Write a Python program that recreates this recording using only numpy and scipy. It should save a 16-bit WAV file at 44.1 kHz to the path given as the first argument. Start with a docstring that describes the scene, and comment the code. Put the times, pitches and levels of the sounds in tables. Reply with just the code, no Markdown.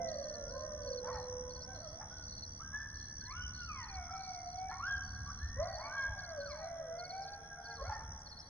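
"""Coyotes across a lake at night

Coyotes howl and yip, first in ones and twos, then overlapping: gliding harmonics in a decaying hill echo.
Nearer, trains of swept wing strokes make a bush cricket's trill and field crickets' chirps.
A katydid rasps in bursts of tooth clicks, a high tick sounds late, and distant insects flicker in a band.
Air rumbles and puffs on the microphone, as filtered noise and slow swings, over a hum, a hiss and a far roar."""
import sys
import numpy as np
from scipy import signal
from scipy.fft import rfft, irfft, next_fast_len
from scipy.io import wavfile
from scipy.ndimage import uniform_filter1d, map_coordinates

SR = 44100
rng = np.random.default_rng(int(sys.argv[2]) if len(sys.argv) > 2 else 0)


def dump(signal):
    """Clip the signal to [-1, 1] and save it as 16-bit WAV at the path in sys.argv[1]."""
    limited = np.clip(np.atleast_2d(signal).T, -1, 1)
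    pcm = np.round(limited * 32767).astype(np.int16)
    wavfile.write(sys.argv[1], SR, pcm)


N = 374409

# Howls, as calls before distance and echo act on them:
# (time [s], pitch [Hz], and relative levels of fundamental [dB], second harmonic [dB], third harmonic [dB])
FALLING_HOWL = [(0.0, 693.2, -40, -71, -61), (0.11, 633.4, -44, -71, -61.5),
                (0.16, 590.4, -42.5, -71.5, -71.5), (0.32, 475.8, -60.5, -70, -71.5),
                (0.41, 467.9, -60, -76, -64.5), (0.49, 467, -57.5, -65, -60), (0.56, 530.6, -50, -58, -65),
                (0.72, 508, -56, -62.5, -69), (0.93, 496, -49, -71, -73),
                (1.15, 499.8, -51.5, -69.5, -74.5), (1.4, 498.3, -51.5, -64, -73),
                (1.58, 507, -64, -61.5, -69), (1.65, 502, -64, -80, -65), (1.7, 520.3, -60, -80, -59.5),
                (1.8, 519.9, -61, -79, -71.5)]
WAVERING_HOWL = [(0.0, 514.6, -44, -69, -69), (0.14, 539.6, -54.5, -76, -73.5),
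                 (0.26, 612, -49.5, -68, -69), (0.38, 579.6, -49, -74.5, -68.5),
                 (0.49, 521.6, -58, -80, -82), (0.57, 580, -46.5, -74, -70.5),
                 (0.66, 619, -47.5, -65.5, -71), (0.83, 575.4, -45, -71, -69.5),
                 (1.02, 469.2, -51.5, -74, -76)]
WARBLE = [(1.61, 597.9, -62, -82, -85.5), (1.69, 783, -60.5, -77, -84.5), (1.74, 731.6, -63, -74, -81),
          (1.79, 570, -55.5, -75.5, -79), (1.83, 699.9, -63, -70, -85), (1.88, 587.1, -53, -72, -78),
          (1.91, 621.3, -65.5, -77, -80), (1.95, 658, -52, -72.5, -79), (2.0, 744, -53, -72, -81),
          (2.03, 900, -62, -69, -92.5)]
WHINE = [(2.62, 1532, -66.5, -67, -90), (2.65, 1590, -48.5, -76, -90), (2.72, 1594, -71.5, -96, -96),
         (2.742, 1680, -46, -78, -90), (2.78, 1749, -51.5, -71, -95), (2.92, 1754, -61.5, -93, -96.5),
         (3.36, 1735, -70, -96, -93.5)]
LONE_HOWL = [(3.24, 926.2, -65, -69, -76), (3.3, 1027, -52, -60, -92), (3.33, 1263, -50.5, -63.5, -86.5),
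             (3.37, 1429, -48.5, -63, -87), (3.43, 1489, -55.5, -58, -88),
             (3.49, 1448, -56.5, -63.5, -86.5), (3.55, 1504, -57, -81, -89), (3.63, 1425, -49, -59.5, -88),
             (3.665, 1387, -57, -87, -83), (3.7, 1260, -45.5, -53.5, -84.5), (3.76, 1095, -51, -61, -74),
             (3.83, 929, -54, -56.5, -74.5), (3.89, 812.8, -60, -65.5, -57.5),
             (3.97, 741.4, -45.5, -65, -62.5), (4.06, 699, -52.5, -65, -69), (4.16, 767.5, -46, -69.5, -65),
             (4.22, 771, -57.5, -70.5, -65), (4.29, 743, -44.5, -69.5, -67.5),
             (4.43, 700.7, -51, -76, -71.5), (4.57, 733.4, -44.5, -74.5, -74.5),
             (4.7, 779, -48, -70, -64.5)]
SCREAM = [(4.79, 1059, -48.5, -72, -85), (4.806, 1092, -36.5, -66.5, -81.5), (4.82, 1332, -54, -70, -83),
          (4.835, 1363, -37, -57, -88), (4.86, 1507, -40.5, -66.5, -83.5), (4.875, 1620, -37.5, -64, -89),
          (4.932, 1635, -38.5, -61, -83), (4.965, 1571, -46.5, -61, -88), (5.02, 1560, -56, -80, -91)]
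FAR_HOWL = [(3.68, 1737, -78.5, -91, -97.5), (3.8, 1590, -68.5, -88.5, -100.5),
            (3.92, 1447, -64.5, -84, -97), (4.03, 1308, -65, -84.5, -93), (4.09, 1310, -67, -82, -94)]
SQUEAL = [(5.385, 1580, -60, -82, -90), (5.405, 1640, -50, -76, -91), (5.44, 1800, -53.5, -73.5, -92),
          (5.54, 1812, -57, -82, -95), (5.61, 1998, -62.5, -91, -96.5), (5.74, 1900, -57, -89, -98.5),
          (5.82, 1680, -75, -91, -95)]
LONG_HOWL = [(5.565, 487, -52, -62, -73), (5.597, 577, -37.5, -56, -67), (5.625, 664, -34, -64, -63),
             (5.69, 764.5, -49.5, -61, -76), (5.77, 815, -54, -69.5, -89), (5.82, 1075, -48, -59.5, -89),
             (5.86, 1143, -48.5, -58, -86.5), (5.92, 1199, -55, -76, -87), (6.01, 1089, -46.5, -59, -88),
             (6.08, 926, -56, -70, -86), (6.16, 770, -58.5, -72, -79), (6.28, 694, -51, -59, -64),
             (6.39, 568.6, -43, -71, -77), (6.5, 572.7, -48, -68, -71), (6.69, 682, -45.5, -69, -69),
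             (6.85, 639.5, -47, -68, -73), (6.95, 676, -41.5, -65, -67), (7.07, 733, -53.5, -60.5, -67.5),
             (7.2, 782, -45, -61.5, -75.5), (7.33, 813, -54, -57, -84), (7.4, 790, -56.5, -67, -81),
             (7.49, 823.4, -59, -59, -82), (7.61, 778, -56.5, -65.5, -93), (7.7, 815, -56, -52.5, -80),
             (7.76, 793, -54, -66, -80)]
DIVING_HOWL = [(5.85, 1328, -58, -78.5, -88), (5.94, 1622, -44.5, -71, -87), (6.0, 1626, -40.5, -67, -86.5),
               (6.08, 1625, -43.5, -70.5, -88), (6.15, 1628, -55.5, -78, -84), (6.26, 1656, -49, -74, -91),
               (6.33, 1571, -60.5, -86.5, -88.5), (6.45, 1512, -56, -91.5, -88),
               (6.51, 1126, -56, -60.5, -91), (6.57, 891.8, -56.5, -74, -84),
               (6.63, 772.7, -49, -60.5, -66), (6.76, 628, -51, -73.5, -73.5), (6.89, 492.9, -54, -76, -67),
               (7.15, 450, -68.5, -79, -72.5), (7.32, 450.7, -67.5, -83, -65.5),
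               (7.75, 456.4, -58.5, -66, -68)]
LAST_HOWL = [(7.56, 718.4, -62.5, -69, -80), (7.625, 709.5, -45, -63, -79), (7.68, 719.4, -62.5, -63, -80),
             (7.74, 676.4, -71.5, -65, -74), (7.79, 539.5, -62, -52, -74), (7.83, 540, -48, -58.5, -71)]
# The two groups of voices: (howl table, flutter [dB])
OPENING_PAIR = [(FALLING_HOWL, 1.1), (WAVERING_HOWL, 1.9), (WARBLE, 5.9)]
PACK = [(WHINE, 5), (LONE_HOWL, 2.7214), (FAR_HOWL, 4.87), (SCREAM, 0.83), (SQUEAL, 3.2),
        (LONG_HOWL, 1.45), (DIVING_HOWL, 2.9), (LAST_HOWL, 5.1)]
# Yips and barks: (time [s], length [s], relative level [dB], start pitch [Hz], end pitch [Hz], roughness [0-1])
YIPS = [(1.035, .035, -48, 798.3, 937, 0.3), (1.067, 0.0476, -43, 932, 1122, 0.24),
        (1.055, 0.05, -45.5, 517.6, 672, 0.2), (1.109, .09, -45, 933, 789, 0.35),
        (1.06, 0.035, -54, 1468, 1539, 0.1), (1.1, .11, -58, 1860, 1786, 0.2),
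        (1.998, 0.045, -50.5, 821.3, 883.8, 0.64), (2.105, 0.05, -55, 1411, 1496, 0.21),
        (2.17, 0.075, -58, 1455, 1405, 0.14), (2.596, 0.032, -48, 1100, 1340, 0.25),
        (2.719, 0.0547, -56, 1169, 970, 0.7), (2.788, 0.11, -50.5, 1563, 1644, 0.17),
        (3.212, 0.04, -52, 1479, 1697, 0.05), (4.088, 0.035, -47, 1287, 1316, 0.24),
        (4.132, .042, -46, 1378, 1263, .15), (4.704, 0.025, -43.5, 762, 1047, 0.35),
        (4.712, .04, -50.5, 1352, 1380, 0.04), (4.718, 0.053, -45.5, 1042, 1099, 0.02),
        (4.689, 0.052, -52, 1637, 1882, 0.25), (4.72, 0.034, -54.5, 2150, 2110, 0.18),
        (5.262, 0.05, -46.5, 1123, 1126, 0.1), (5.293, 0.029, -47, 1183, 1610, 0.13),
        (5.576, 0.064, -46.5, 530, 691, 0.24), (5.593, 0.097, -51, 984, 1120, 0.3),
        (5.668, .055, -52.5, 637.5, 681.5, 0), (5.757, .14, -50.5, 712.3, 921.3, 0.52),
        (5.912, .09, -53.5, 1066, 895, 0.65), (5.85, .13, -59, 698, 599.4, 0.3),
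        (7.809, .025, -43.5, 558.2, 598, 0.14), (7.84, 0.046, -44, 636, 750, 0.18),
        (7.864, 0.1018, -49.5, 1375, 1357, 0.2), (7.892, .016, -36, 880, 830, 0.14),
        (7.911, .027, -37.5, 848, 831, 0.2), (7.925, .05, -48.5, 1812, 1730, 0.09),
        (7.982, 0.067, -47.5, 871, 883, 0.25)]
# Colour of the throat noise in a bark: (frequency [Hz], gain [dB])
THROAT = [(400, -28.0), (600, -8), (900, -1.0), (1400, -0.5), (1900, -10.5), (2400, -19.5), (4000, -52.5)]
# Reverberation of the far slopes: (frequency [Hz], time to fall by 60 dB [s])
FAR_SLOPES = [(400, 3.16), (1500, 3.08), (3000, 0.38), (6000, 0.74)]
# Colour of the coyotes' sound at the microphone, treble falling away and a dip near 2700 Hz: (frequency [Hz],
# gain [dB])
DISTANCE = [(300, -1.5), (1700, 1.0), (2300, 3), (2700, -0.5), (3300, 3), (3700, -11.5), (6000, -40.0)]
# Phase by which the coyotes reach the left port first: (frequency [Hz], lead [rad])
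PORT_LEAD = [(400, 0.24), (650, 0.78), (1050, 0.14), (1650, 0.41), (2100, 0.25), (2600, 3.3), (3400, 1.9)]
# Course of the bush cricket's loudness: (time [s], relative level [dB])
TRILL_LEVEL = [(0.0, -57.5), (4.2, -58), (5.5, -59.5), (6.4, -62), (7.6, -65.5), (7.92, -59.5), (8.17, -59),
               (8.4, -71.5)]
# Spectrum of the distant insects: (frequency [Hz], relative density [dB])
CHORUS_SPECTRUM = [(2800, -47.5), (3300, 3.5), (3750, -16.5), (4200, -3), (4550, -10.5), (4950, -13.5),
                   (5400, 6.5), (5900, 9), (6250, -19), (6550, -46)]
# Left-right correlation of the distant insects: (frequency [Hz], correlation [-1 to 1])
CHORUS_ALIKE = [(3300, -0.4), (3900, -0.093), (4500, -0.8), (5200, 0.25), (6000, -0.77)]
# Course of the air's rumble: (time [s], relative level [dB])
AIR_LEVEL = [(0.0, -58.5), (1.6, -57), (2.2, -58.5), (3.2, -56), (4.4, -60), (5.3, -53.5), (5.75, -59.5),
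             (7.7, -66.5), (8.0, -54.5), (8.49, -64.5)]
# Spectra of air rumble, night hiss and low roar: (frequency [Hz], relative density [dB])
RUMBLE_SPECTRUM = [(12, -18), (20, -31), (46, 0), (80, 1), (101, -0.5), (125, -13), (156, -8), (179, -16.5),
                   (242, -17), (400, -44), (880, -120)]
NIGHT_SPECTRUM = [(100, 10.5), (250, 2), (400, -2), (900, -1), (1900, -2), (2550, -17), (6500, -52.5),
                  (7500, -54), (8500, -22.5), (10400, -17.5), (11300, -25.5), (13000, -37.5)]
ROAR_SPECTRUM = [(90, -20.5), (160, 4), (280, -1), (380, -7.5), (600, -58)]
# Left-right correlation of those three: (frequency [Hz], correlation [-1 to 1], clipped to that range)
ALIKE = [(50, 1), (250, 0.93093), (1600, -0.3284), (2100, -0.48), (2400, -1.4), (3300, -0.72), (6000, -1.5),
         (7500, 1), (9500, 0.98), (11000, -0.31)]
# Chirps of two field crickets: (time [s], relative level [dB])
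SIDE_CHIRPS = [(.075, -53.5), (.715, -65), (2.165, -60), (2.884, -63), (3.546, -58), (4.224, -55.5),
               (4.85, -59), (5.62, -53), (6.18, -53.5), (7.218, -55), (7.818, -61)]
NEAR_CHIRPS = [(.226, -55), (.864, -52), (1.494, -57), (2.314, -50.5), (3.194, -55), (3.826, -53.5),
               (4.464, -58.5), (5.138, -63.5), (5.738, -53.5), (6.396, -53), (6.984, -51), (7.646, -52.5),
               (8.254, -51.5)]
# Distant field crickets: (stroke's start pitch [Hz], end pitch [Hz], relative level [dB])
FAR_CRICKETS = [(4450, 4100, -72.5), (4600, 4250, -71), (4700, 4400, -65), (4680, 4450, -67),
                (5123, 4800, -72), (4400, 4150, -62.5)]
# The katydid's strong rasps: (time [s])
RASP_TIMES = [0.477, 0.894, 1.132, 1.198, 1.618, 1.87, 1.994, 2.103, 2.456, 2.801, 2.967, 3.409, 3.472,
              3.619, 3.78, 4.038, 4.104, 4.15, 4.338, 4.868, 4.959, 5.289, 5.472, 6.002, 6.489, 7.214,
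              7.734, 7.93, 8.279, 8.387]
# Resonance of the katydid's wing: (frequency [Hz], gain [dB])
WING = [(3500, -37.5), (4400, -19.5), (5000, 7), (5500, 10), (6000, -11.5), (6600, -70.5)]
# Puffs on the microphone: (time of peak [s], level there [dB], time to fall to 1/e [s], mean swing rate [Hz])
PUFFS = [(1.16, -45, .015, 78.6), (3.459, -45, .025, 69.7), (3.987, -42.5, 0.021, 70),
         (4.965, -47, 0.0126, 74.6), (5.1, -53, 0.04966, 60.34), (5.22, -45, 0.035, 72.1),
         (5.449, -36.5, 0.022, 56.3), (5.508, -43, 0.02301, 48.14), (5.602, -38.5, 0.028, 61.9),
         (6.109, -42, 0.04, 53.7), (7.833, -44, 0.03, 60.4), (7.893, -40.5, 0.02, 61.96),
         (7.98, -57, 0.045, 52.2), (8.086, -46, 0.025, 52.9)]

GLIDE_S = 0.021  # the throat takes this long to turn a corner in pitch
GROUND_HZ, GROUND_WIDTH_HZ, GROUND_DB = 917, 13, -2  # the ground's reflection weakens one pitch
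YIP_ARCH = 0.023929  # a yip's pitch bulges by this share in its middle
YIP_OVERTONE_DB, PURE_ABOVE_HZ, PURER_DB_PER_OCTAVE = -5.5, 780, 42.5  # the higher a yip, the purer
OVERTONE_DIRECT_DB = -3  # overtones arrive directly, a little weakened, and more faintly again by way of the hills
TRILL_HZ = 71.1  # mean strokes per second
STROKE_SCATTER_DB, STROKE_DETUNE, STROKE_ROUGH_DB = 1.5, 0.009, 1.6  # detune is a share of the pitch
RASP_DB, WEAK_RASP_DB, RASP_SCATTER_DB = -63.5, -70.5, 3.5  # relative levels
ROAR_START_DB, ROAR_FADE_DB_PER_S = -59.5, 2.5
PUFF_SPREAD = 0.25  # scatter of a puff's swing rate, in natural-log units
TOP_HZ = 13070  # band limit


def amp(db):
    """Level law: decibels become an amplitude ratio."""
    return 10 ** (np.asarray(db) / 20)


def unit(x):
    """Normalization: equal mean power, rms 1."""
    return x / np.sqrt(np.mean(x ** 2) + 1e-20)


def along(points, hz):
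    """Logarithmic frequency scale: interpolate (frequency [Hz], value) points along it."""
    f, v = np.transpose(points)
    return np.interp(np.log(hz + 1), np.log(f + 1), v)


def curve(rows):
    """Envelope: interpolate (time [s], value) rows to one value per sample."""
    return np.interp(np.arange(N) / SR, *np.transpose(rows))


def wobble(rate, size=N):
    """Band-limited fluctuation: a smooth curve through random knots, rate of them per second."""
    knots = rng.standard_normal(int(size * rate / SR) + 4)
    return map_coordinates(knots, [np.arange(size) * rate / SR])


def filtered(x, response):
    """Linear filtering: multiply the spectrum by a complex response of frequency."""
    m = next_fast_len(N + SR // 2)
    return irfft(rfft(x, m) * response(np.fft.rfftfreq(m, 1 / SR)), m)[..., :N]


def add(track, s, sound):
    """Superposition: sum a sound into a track from time s on."""
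    part = track[max(round(s * SR), 0):][:len(sound)]
    part += sound[:len(part)]


def placed(x, lag_ms):
    """Arrival-time difference: a source to the left reaches the right port later."""
    return filtered(x, lambda hz: np.exp(np.outer([1j, -1j], np.pi * hz * lag_ms / 1000)))


def rush(spectrum, alike):
    """Partial coherence: coloured noise of rms 1, its mid-side balance set by the correlation."""
    def mid_side(hz):
        turn = np.arccos(np.clip(along(alike, hz), -1, 1)) / 2
        return amp(along(spectrum, hz)) * [np.cos(turn), np.sin(turn)]
    mid, side = filtered(rng.standard_normal((2, N)), mid_side)
    return unit(np.array([mid + side, mid - side]))


def voice(pitch, partials_db, jitter, fade):
    """Harmonic series: vocal folds give multiples of one unsteady pitch, one row each, faded at both ends."""
    n = len(pitch)
    unsteady = 1 + jitter * wobble(260, n) + 0.004 * wobble(35, n)
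    phase = 2 * np.pi * np.cumsum(pitch * unsteady) / SR
    gate = np.clip(np.minimum(np.arange(n), np.arange(n)[::-1]) / (fade * SR), 0, 1)
    tone = np.array([amp(db) * np.sin(k * phase) for k, db in enumerate(partials_db, 1)])
    return np.sqrt(2) * tone * np.sin(gate * np.pi / 2) ** 2


def howls(voices, jitter, scatter_db):
    """Interference and scintillation: ground notches the glides; moving air flutters and breaks overtones."""
    fundamentals, highs = np.zeros((2, N))
    for rows, flutter_db in voices:
        s, *columns = np.transpose(rows)
        times = np.arange(s[0], s[-1], 1 / SR)
        pitch, level, *upper = [np.interp(times, s, column) for column in columns]
        pitch = uniform_filter1d(pitch, max(int(GLIDE_S * SR), 1), mode="nearest")
        n = len(pitch)
        ground = GROUND_DB * np.exp(-((pitch - GROUND_HZ) / GROUND_WIDTH_HZ) ** 2)
        overtones = [db + scatter_db * wobble(37.8, n) for db in upper]
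        tones = voice(pitch, [level + ground] + overtones, jitter, fade=0.0019)
        tones = tones * amp(flutter_db * wobble(30.13, n))
        add(fundamentals, s[0], tones[0])
        add(highs, s[0], tones[1:].sum(axis=0))
    return fundamentals, highs


def yips():
    """Irregular phonation: short arcs of pitch, the harsh ones broken into a bark by throat noise."""
    out, rasp = np.zeros((2, N))
    for s, length, db, start_hz, end_hz, rough in YIPS:
        u = np.linspace(0, 1, int(length * SR))
        pitch = (start_hz + (end_hz - start_hz) * u) * (1 + YIP_ARCH * np.sin(np.pi * u))
        octaves_up = max(np.log2(pitch.mean() / PURE_ABOVE_HZ), 0)
        over_db = YIP_OVERTONE_DB - PURER_DB_PER_OCTAVE * octaves_up
        partials_db = [db - 5.5, db + over_db - 10.5, db + 2 * over_db - 11.0]
        add(out, s, voice(pitch, partials_db, jitter=0.06605 * rough, fade=0.0033).sum(axis=0))
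        add(rasp, s, amp(db + 0.5) * rough * np.sin(np.pi * u) ** 2)
    noise = filtered(rng.standard_normal(N), lambda hz: amp(along(THROAT, hz)))
    return out + rasp * unit(noise)


def hills(x, wet_db, width=0.21):
    """Diffuse reverberation: shore and slopes scatter the calls back in a long decaying tail."""
    hz, t, z = signal.stft(rng.standard_normal((2, 2 * SR)), SR, nperseg=256)
    slopes = amp(-60 * t / along(FAR_SLOPES, hz)[:, None])
    near_trees = 2.89 * amp(-60 * t / 0.43)
    onset = 1 - np.exp(-t / 0.004)
    tail = signal.istft(z * (slopes + near_trees) * onset, SR, nperseg=256)[1]
    mid, side = signal.fftconvolve(x[None], tail / np.linalg.norm(tail[0]), axes=1)[:, :N]
    return amp(wet_db) * np.array([mid + width * side, mid - width * side])


def coyotes():
    """Outdoor propagation: air and ground take treble from the pack, and the hills blur what is left."""
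    pair, pair_high = howls(OPENING_PAIR, jitter=0.0052, scatter_db=2.5)
    rest, rest_high = howls(PACK, jitter=0.0052, scatter_db=3)
    rest = amp(-2) * rest + yips()
    high = pair_high + rest_high
    sound = (pair + hills(pair, wet_db=-3.0)) * amp([[-3], [1]])  # left, right
    sound = sound + rest + hills(rest, wet_db=-4.5)
    sound = sound + amp(OVERTONE_DIRECT_DB) * high + hills(high, wet_db=-5.5)

    def path(hz):
        lead = np.exp(np.outer([.5j, -.5j], along(PORT_LEAD, hz)))
        return amp(along(DISTANCE, hz)) * lead
    return filtered(sound, path)


def leaves(x, wet_db, t60):
    """Multiple scattering: foliage around an insect returns its song as a brief tail."""
    t = np.arange(SR // 4) / SR
    tail = rng.standard_normal((2, len(t))) * amp(-60 * t / t60)
    return amp(wet_db) * signal.fftconvolve(x[None], tail / np.linalg.norm(tail[0]), axes=1)[:, :N]


def trill():
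    """Stridulation: the bush cricket's unbroken strokes, each dropping in pitch faster towards its end."""
    out, u = np.zeros(N), np.linspace(0, 1, int(0.0095 * SR))
    cycles = np.cumsum(TRILL_HZ * (1 + .003 * wobble(3))) / SR
    for s in np.flatnonzero(np.diff(np.floor(cycles))) / SR:
        pitch = (6080 - 1050 * u ** 1.9) * (1 + .004 * wobble(1000, len(u)))
        swing = np.sin(2 * np.pi * np.cumsum(pitch) / SR + rng.uniform(0, 2 * np.pi))
        add(out, s, amp(rng.normal(0, 1.8)) * np.sin(np.pi * u) ** 2 * swing)
    song = unit(out) * amp(curve(TRILL_LEVEL) + 5 + .8 * wobble(9))
    return placed(song, lag_ms=0.11) + leaves(song, wet_db=-9, t60=0.03)


def chorus():
    """Incoherent summation: countless distant insects blend into a wide, flickering band of noise."""
    return amp(-66.5 + 3 * wobble(22)) * rush(CHORUS_SPECTRUM, CHORUS_ALIKE)


def air_rumble():
    """Turbulent pressure: light air on the microphone is low noise of unsteady level."""
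    return amp(curve(AIR_LEVEL) + 4.0 + 1.6 * wobble(6.3)) * rush(RUMBLE_SPECTRUM, ALIKE)


def far_hum():
    """Narrow-band tone: a sine near 152 Hz drifts slightly in pitch and level."""
    phase = 2 * np.pi * np.cumsum(152 + 1.52 * wobble(4.6)) / SR
    return amp(-67.5 + 2.2 * wobble(1.6)) * np.sin(phase)


def night_hiss():
    """Stationary noise: a soft, steady, coloured hiss."""
    return amp(-61.5) * rush(NIGHT_SPECTRUM, ALIKE)


def far_roar():
    """Exponential decay: a low rush, stronger on the right, loses the same decibels every second."""
    level_db = ROAR_START_DB - ROAR_FADE_DB_PER_S * np.arange(N) / SR
    return amp(level_db) * rush(ROAR_SPECTRUM, ALIKE) * amp([[-3], [1]])


def stroke(length, start_hz, end_hz, scrape):
    """Stick-slip excitation: the file slows under the scraper, so pitch falls; teeth catch unevenly."""
    u = np.linspace(0, 1, int(length * SR))
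    unsteady = 1 + rng.normal(0, STROKE_DETUNE) + scrape * wobble(1500, len(u))
    pitch = (start_hz + (end_hz - start_hz) * u) * unsteady
    grip = np.sin(np.pi * u) * amp(STROKE_ROUGH_DB * wobble(350, len(u)))
    return grip * np.sin(2 * np.pi * np.cumsum(pitch) / SR + rng.uniform(0, 2 * np.pi))


def cricket(chirps, start_hz, end_hz, gap, scrape):
    """Pulse grouping: a chirp is three wing strokes, on average each a little louder than the last."""
    out = np.zeros(N)
    for s, db in chirps:
        for k in range(3):
            level = amp(db + 4.0 + 0.23 * k + rng.normal(0, STROKE_SCATTER_DB))
            add(out, s + k * gap, level * stroke(0.031, start_hz, end_hz, scrape))
    return out


def field_crickets():
    """Direct and scattered sound: two chirping crickets, each with its own lag, share a leafy tail."""
    near = cricket(NEAR_CHIRPS, 4600, 4154, gap=.053, scrape=0.01133)
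    side = cricket(SIDE_CHIRPS, 4680, 4300, gap=0.052, scrape=0.031)
    direct = placed(near, lag_ms=0.064) + placed(side, lag_ms=0.094)
    return direct + leaves(near + side, wet_db=-11, t60=.06)


def far_crickets():
    """Independent oscillators: distant field crickets each keep their own pitch and uneven pace."""
    out = np.zeros((2, N))
    for start_hz, end_hz, db in FAR_CRICKETS:
        period = rng.uniform(0.5, 0.8)
        times = np.arange(rng.uniform(0, period), N / SR, period)
        chirps = [(s + rng.normal(0, .04), db + rng.normal(0, 1.1)) for s in times]
        song = cricket(chirps, start_hz, end_hz, gap=rng.uniform(.044, .057), scrape=0.02)
        out += placed(song, lag_ms=rng.uniform(0, 0.17)) + leaves(song, wet_db=0.5, t60=0.23)
    return out


def katydid(count=2):
    """Impulsive excitation of a resonator: each rasp is a run of tooth clicks on a broadly ringing wing."""
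    out, t = np.zeros(N), np.arange(int(0.035 * SR)) / SR
    strong = [(s, RASP_DB + rng.normal(0, RASP_SCATTER_DB)) for s in RASP_TIMES]
    weak = [(s, WEAK_RASP_DB) for s in rng.uniform(0, N / SR, count)]
    clicks = np.exp(-(t * 230 % 1) / 0.77)  # 230 teeth a second
    teeth = clicks * np.sin(np.pi * t / t[-1]).clip(0) ** .5
    for s, db in strong + weak:
        add(out, s, amp(db + 17.0) * teeth * rng.standard_normal(len(t)))
    return placed(filtered(out, lambda hz: amp(along(WING, hz))), lag_ms=0.038005)


def puffs():
    """Aerodynamic pressure: brief eddies push on the microphone in a few slow, uneven swings."""
    out, t = np.zeros(N), np.arange(-SR // 4, SR // 4) / SR
    for s, db, fall_s, hz in PUFFS:
        rate = hz * np.exp(PUFF_SPREAD * wobble(70, len(t)))
        swing = np.sin(2 * np.pi * np.cumsum(rate) / SR)
        add(out, s + t[0], np.sqrt(2) * amp(db) * np.exp(-(t / fall_s) ** 2) * swing)
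    return out


def tick(start_s=8.18, unfiltered_db=-59):
    """Band-limited transient: a short noise burst around 6900 Hz makes one thin, high tick."""
    out, n = np.zeros(N), int(0.053 * SR)
    add(out, start_s, amp(unfiltered_db) * np.hanning(n) * rng.standard_normal(n))
    return filtered(out, lambda hz: np.exp(-((hz - 6900) / 1100) ** 2))


def scene():
    """Superposition: the pack, the insects and the air sum at the microphone."""
    beds = chorus() + air_rumble() + far_hum() + night_hiss() + far_roar()
    insects = trill() + field_crickets() + far_crickets() + katydid()
    return coyotes() + beds + insects + puffs() + tick()


def record(dry):
    """Band limitation: nothing is kept from the band limit upwards."""
    return filtered(dry, lambda hz: hz < TOP_HZ)


dry = scene()
out = record(dry)
dump(out)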